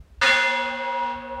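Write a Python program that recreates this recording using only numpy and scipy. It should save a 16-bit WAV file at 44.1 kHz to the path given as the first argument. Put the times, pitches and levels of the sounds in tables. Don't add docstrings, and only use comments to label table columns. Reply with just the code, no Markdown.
import sys
import numpy as np
from scipy import signal
from scipy.fft import rfft, irfft
from scipy.io import wavfile

SR = 44100
rng = np.random.default_rng(int(sys.argv[2]) if len(sys.argv) > 2 else 0)


def persist_wave(psi):
    counts = np.round(np.clip(psi, -1, 1) * 32767).astype(np.int16)
    wavfile.write(sys.argv[1], SR, np.atleast_2d(counts).T)


N = 61739

STRIKE_S, CONTACT_S = .2135, .001
# pitch_hz, level_db, t60_s, rise_s,
# early_boost_db, twin_offset_hz, twin_relative_db, beat_crest_s
PARTIALS = [ (240.2, -45.5, 15, .015, 6.5, 2, -22.5, 1), (476.1, -53, 28, 0.017, -14, 4.5, 0, 0.647),
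            (533.4, -33.5, 7, .032, 5, 13.7, -4, .455), (722.3, -53.5, 9.9, 0.0089, -6, 4, -11.5, .3),
            (789.4, -41, 6.8, .01, 2.5, 12.5, -3.5, 0.333), (794.6, -45.5, 8.7, 0.016, 8, -17, -10, 0.257),
            (958, -28, 20.5, 0.0037, 0, 9.5, -26.5, 0.16), (1028, -54, 4, .01, -6, 5, -20.5, .3),
            (1093, -45, 13.5, .015, 10, -12.5, -10.5, .28), (1210, -46, 4, .003, 19, -9, -8, .24),
            (1261, -48, 4.6, 0.015, 3.5, -22.5, -3.5, .3), (1383, -51, 4.2, 0.0077, 17, -4, -6.5, 0.15),
            (1476.8, -30, 4, .05, 21, 37, -18, .28), (1611, -42, 2.6, 0.015, 5.5, 8, -7.5, 0.21),
            (1673, -54.5, 9.3, .01, -6.5, -21.5, -4.5, 0.66), (1756.6, -33, 1.8, .035, 16, -9, -14, .28),
            (1795, -52, 6.7, .01, 2.5, -5, -15.5, .3), (1877.4, -43, 1.8, .005, 11, -4, -10, .27),
            (1876, -45.5, 2.3, 0.0078, 8.5, -3.5, -17.5, 0.22), (2076.8, -18.8, 1.9, .085, 0, 2, -16, .38),
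            (2142, -45, 2.8, .01, 2, -36, -5, .3), (2228, -41, 3, .03, 0, -3, -8, .55),
            (2462, -44, 1.9, .006, 10, 21, -2, .3), (2572, -41, 3.45, 0.0097, -14.5, 51, -2, 0.26),
            (2720, -39, 3.5, 0.0092, 14, 6.5, -3, 0.34), (2727.5, -33, 1.8, .02, 6, -6.5, -2, .31),
            (2774, -44, 2.2, .01, 2, 19, -4, .3), (2940, -52.5, 4.3, 0.011, -6, 5, -7.5, 0.8),
            (3137, -51, 2.7, 0.0066, -0.5, 64.5, -11, .3), (3323, -45.5, 2.8, 0.047, -2, -70, -1.5, 0.18),
            (3419, -26, 1.6, .05, 5, -13, -10, .34), (3690, -55, 2.2, .01, -6, 3.5, -8, 0.48),
            (4116, -45, 1.8, .05, 23, -5, -8, .28), (4186, -48, 2, .01, 5, 22, -2, .3),
            (4490, -54, 1.1, 0.01, 4, 12.5, -7, .3), (4863, -42.5, 1.7, .01, 0, 65, -11, .4),
            (5565, -52, 1.6, .01, 11, 14, -4, .28), (6020, -61.5, 2.2, 0.016, 3.5, -40.5, -5, .3),
            (6349, -55, 1.6, .01, 7, -50, -2, .3), ]


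def undb(db):
    return 10 ** (np.asarray(db) / 20)


def curve(points):
    return np.interp(np.arange(N) / SR, *np.array(points).T)


def at(points, hz):
    freqs, values = np.array(points).T
    return np.interp(np.log(np.maximum(hz, 1)), np.log(freqs), values)


def noise(colour):
    gain = undb(at(colour, np.fft.rfftfreq(N, 1 / SR)))
    shaped = irfft(rfft(rng.standard_normal(N)) * gain, N)
    return shaped / shaped.std()


def flutter(width_hz):
    count, span_s = 512, 2
    real, imag = rng.standard_normal((2, count))
    lowpass = np.exp(-.5 * (np.fft.fftfreq(count, span_s / count) / width_hz) ** 2)
    wobble = np.fft.ifft((real + 1j * imag) * lowpass)
    return np.interp(np.arange(N) / SR, np.arange(count) * span_s / count, wobble / wobble.std())


def garden():
    # frequency_hz, relative_db
    air_colour = [(120, -45), (200, 2.5), (320, -6), (363, -4), (412, -2), (503, -6), (624, -6.5),
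                  (4980, -21), (15000, -33.5)]
    return noise(air_colour) * undb(-63.5)


def wind():
    # frequency_hz, relative_db
    rumble_colour = [(20, -31), (38, -13.5), (60, 3), (78, -3), (110, -15), (170, -18), (300, -43.5),
                     (800, -69)]
    # time_s, level_db
    puffs = [(0, -35.5), (.08, -55.5), (.12, -50), (.16, -60.5), (.2, -43), (.26, -55), (.34, -45),
             (.39, -66.5), (.58, -66), (.72, -50), (.9, -65.5), (1.05, -51), (1.11, -60), (1.18, -39.5),
             (1.24, -61), (1.38, -44)]
    return noise(rumble_colour) * undb(curve(puffs))


def ring(age, t60, rise_s, early_db):
    direct_share, early_s = .3, .13
    attack = 1 - np.exp(-age / CONTACT_S)
    build = 1 - (1 - direct_share) * np.exp(-(age / rise_s) ** 4)
    early_boost = undb(early_db * np.exp(-age / early_s))
    return attack * build * early_boost * np.exp(-np.log(1000) * age / t60)


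def treble_swing(hz):
    # time_s, gain_db
    swing = [(.21, -1.5), (.45, 0), (.64, -0.5), (.76, -2.5), (.92, 0), (1.1, 5), (1.18, -1.5),
             (1.27, -5.5), (1.4, -2.5)]
    return curve(swing) * min(hz / 5500, 1)


def partials(age):
    # time_s, gain_db
    hum_swing = [(.21, -4.5), (.3, -1.5), (.39, -3), (.5, 2), (.76, 7.5), (.9, -3.5), (1.07, 5), (1.27, 7),
                 (1.4, 1)]
    third_swing = [(.21, 2.5), (.38, -1), (.55, 2.5), (.72, 0), (.85, 3), (.98, 3.5), (1.15, -4), (1.33, 6),
                   (1.4, 3.5)]
    fifth_swing = [(.21, -2), (.5, -2), (.78, 0.5), (.9, 0), (1.04, 4.5), (1.22, -3), (1.3, -13.5),
                   (1.38, 9.5)]
    note_swing = [(.21, 1.5), (.27, -3), (.39, -1), (.61, 1.5), (.76, -8), (.86, 1.5), (1.01, 4), (1.11, 3),
                  (1.2, -8.5), (1.255, -12.5), (1.32, -5), (1.4, 1)]
    swing_by_row = {0: hum_swing, 2: third_swing, 4: fifth_swing, 5: fifth_swing, 6: note_swing}
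    echo_share, doppler_spread_hz = .2, 11
    out = np.zeros(N)
    for row, (hz, db, t60, rise_s, early_db, twin_hz, twin_db, crest_s) in enumerate(PARTIALS):
        wander = .5 * flutter(2).real
        beat_phase = 2 * np.pi * twin_hz * (age + STRIKE_S - crest_s) + wander
        twin = undb(twin_db) * np.exp(1j * beat_phase)
        echoes = echo_share * min(hz / 1500, 1) * flutter(doppler_spread_hz)
        carrier = np.exp(2j * np.pi * (hz * age + rng.random()))
        tone = np.sqrt(2) * np.imag((1 + twin + echoes) * carrier)
        swing_db = curve(swing_by_row[row]) if row in swing_by_row else treble_swing(hz)
        out += tone * ring(age, t60, rise_s, early_db) * undb(db + swing_db)
    return out


def overtones(age):
    # frequency_hz, relative_db
    clang_colour = [(600, -19.5), (1000, -7), (1500, -0.5), (2200, -9), (2800, 0.5), (4000, -7),
                    (6000, -13), (8500, -16.5), (11000, -34), (15500, -43)]
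    # frequency_hz, t60_s
    ring_times = [(600, 4.2), (1500, 5.1), (3000, 3.43), (6000, 2.1), (10000, 1.13), (15500, 1.1)]
    spread_db = 22
    edges = np.geomspace(700, 15700, 19)
    out, power = np.zeros(N), 0
    for lo, hi in zip(edges[:-1], edges[1:]):
        count = int(np.sqrt(hi - lo) * 1.1)
        place, phase, strength = rng.random((3, count))
        hz = lo + (hi - lo) * (np.arange(count) + place) / count
        gain = undb(spread_db * strength)
        gain *= np.sqrt((hi - lo) / np.sum(gain ** 2)) * undb(at(clang_colour, hz))
        spectrum = np.zeros(SR + 1, complex)
        spectrum[(2 * hz).astype(int)] = gain * np.exp(2j * np.pi * phase)
        modes = np.sqrt(2) * SR * irfft(spectrum)[:N]
        centre_hz = np.sqrt(lo * hi)
        envelope = ring(age, at(ring_times, centre_hz), rise_s=.015, early_db=7)
        out += modes * envelope * undb(treble_swing(centre_hz))
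        power += np.sum(gain ** 2)
    return out / np.sqrt(power) * undb(-31.5)


def wash(age):
    # frequency_hz, relative_db
    wash_colour = [(120, -19.5), (300, -13.5), (620, -15.5), (1000, -10.5), (1600, -0.5), (2400, -8.5),
                   (4000, -11.5), (6000, -16.5), (8500, -25.5), (11000, -35), (15500, -46.5)]
    # frequency_hz, t60_s
    decay_times = [(200, 0.98), (1000, 0.71), (3000, 0.88), (8000, 0.97), (15500, 1.1)]
    peak_db, peak_width_hz = 11, 24
    direct_share, rise_s, hold_s = .6, .019, .045
    hz = np.fft.rfftfreq(N, 1 / SR)
    nearness = np.max([1 / (1 + ((hz - pitch) / peak_width_hz) ** 2) for pitch, *_ in PARTIALS], axis=0)
    spectrum = rfft(noise(wash_colour)) * undb(peak_db * (nearness - .5))
    decay_age = np.maximum(age - hold_s, 0)
    edges = np.geomspace(100, 16000, 13)
    out = np.zeros(N)
    for lo, hi in zip(edges[:-1], edges[1:]):
        band = irfft(spectrum * (hz >= lo) * (hz < hi), N)
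        out += band * np.exp(-np.log(1000) * decay_age / at(decay_times, np.sqrt(lo * hi)))
    attack = 1 - np.exp(-age / CONTACT_S)
    build = 1 - (1 - direct_share) * np.exp(-age / rise_s)
    return out * attack * build * undb(-22)


def scene():
    age = np.maximum(np.arange(N) / SR - STRIKE_S, 0)
    bell = partials(age) + overtones(age) + wash(age)
    return (bell + garden() + wind())[None]


def record(dry):
    fade_in = np.minimum(np.arange(N) / SR / .006, 1)
    high_cut = signal.ellip(10, .1, 80, 15750, fs=SR, output="sos")
    return signal.sosfilt(high_cut, dry * fade_in)


dry = scene()
out = record(dry)
persist_wave(out)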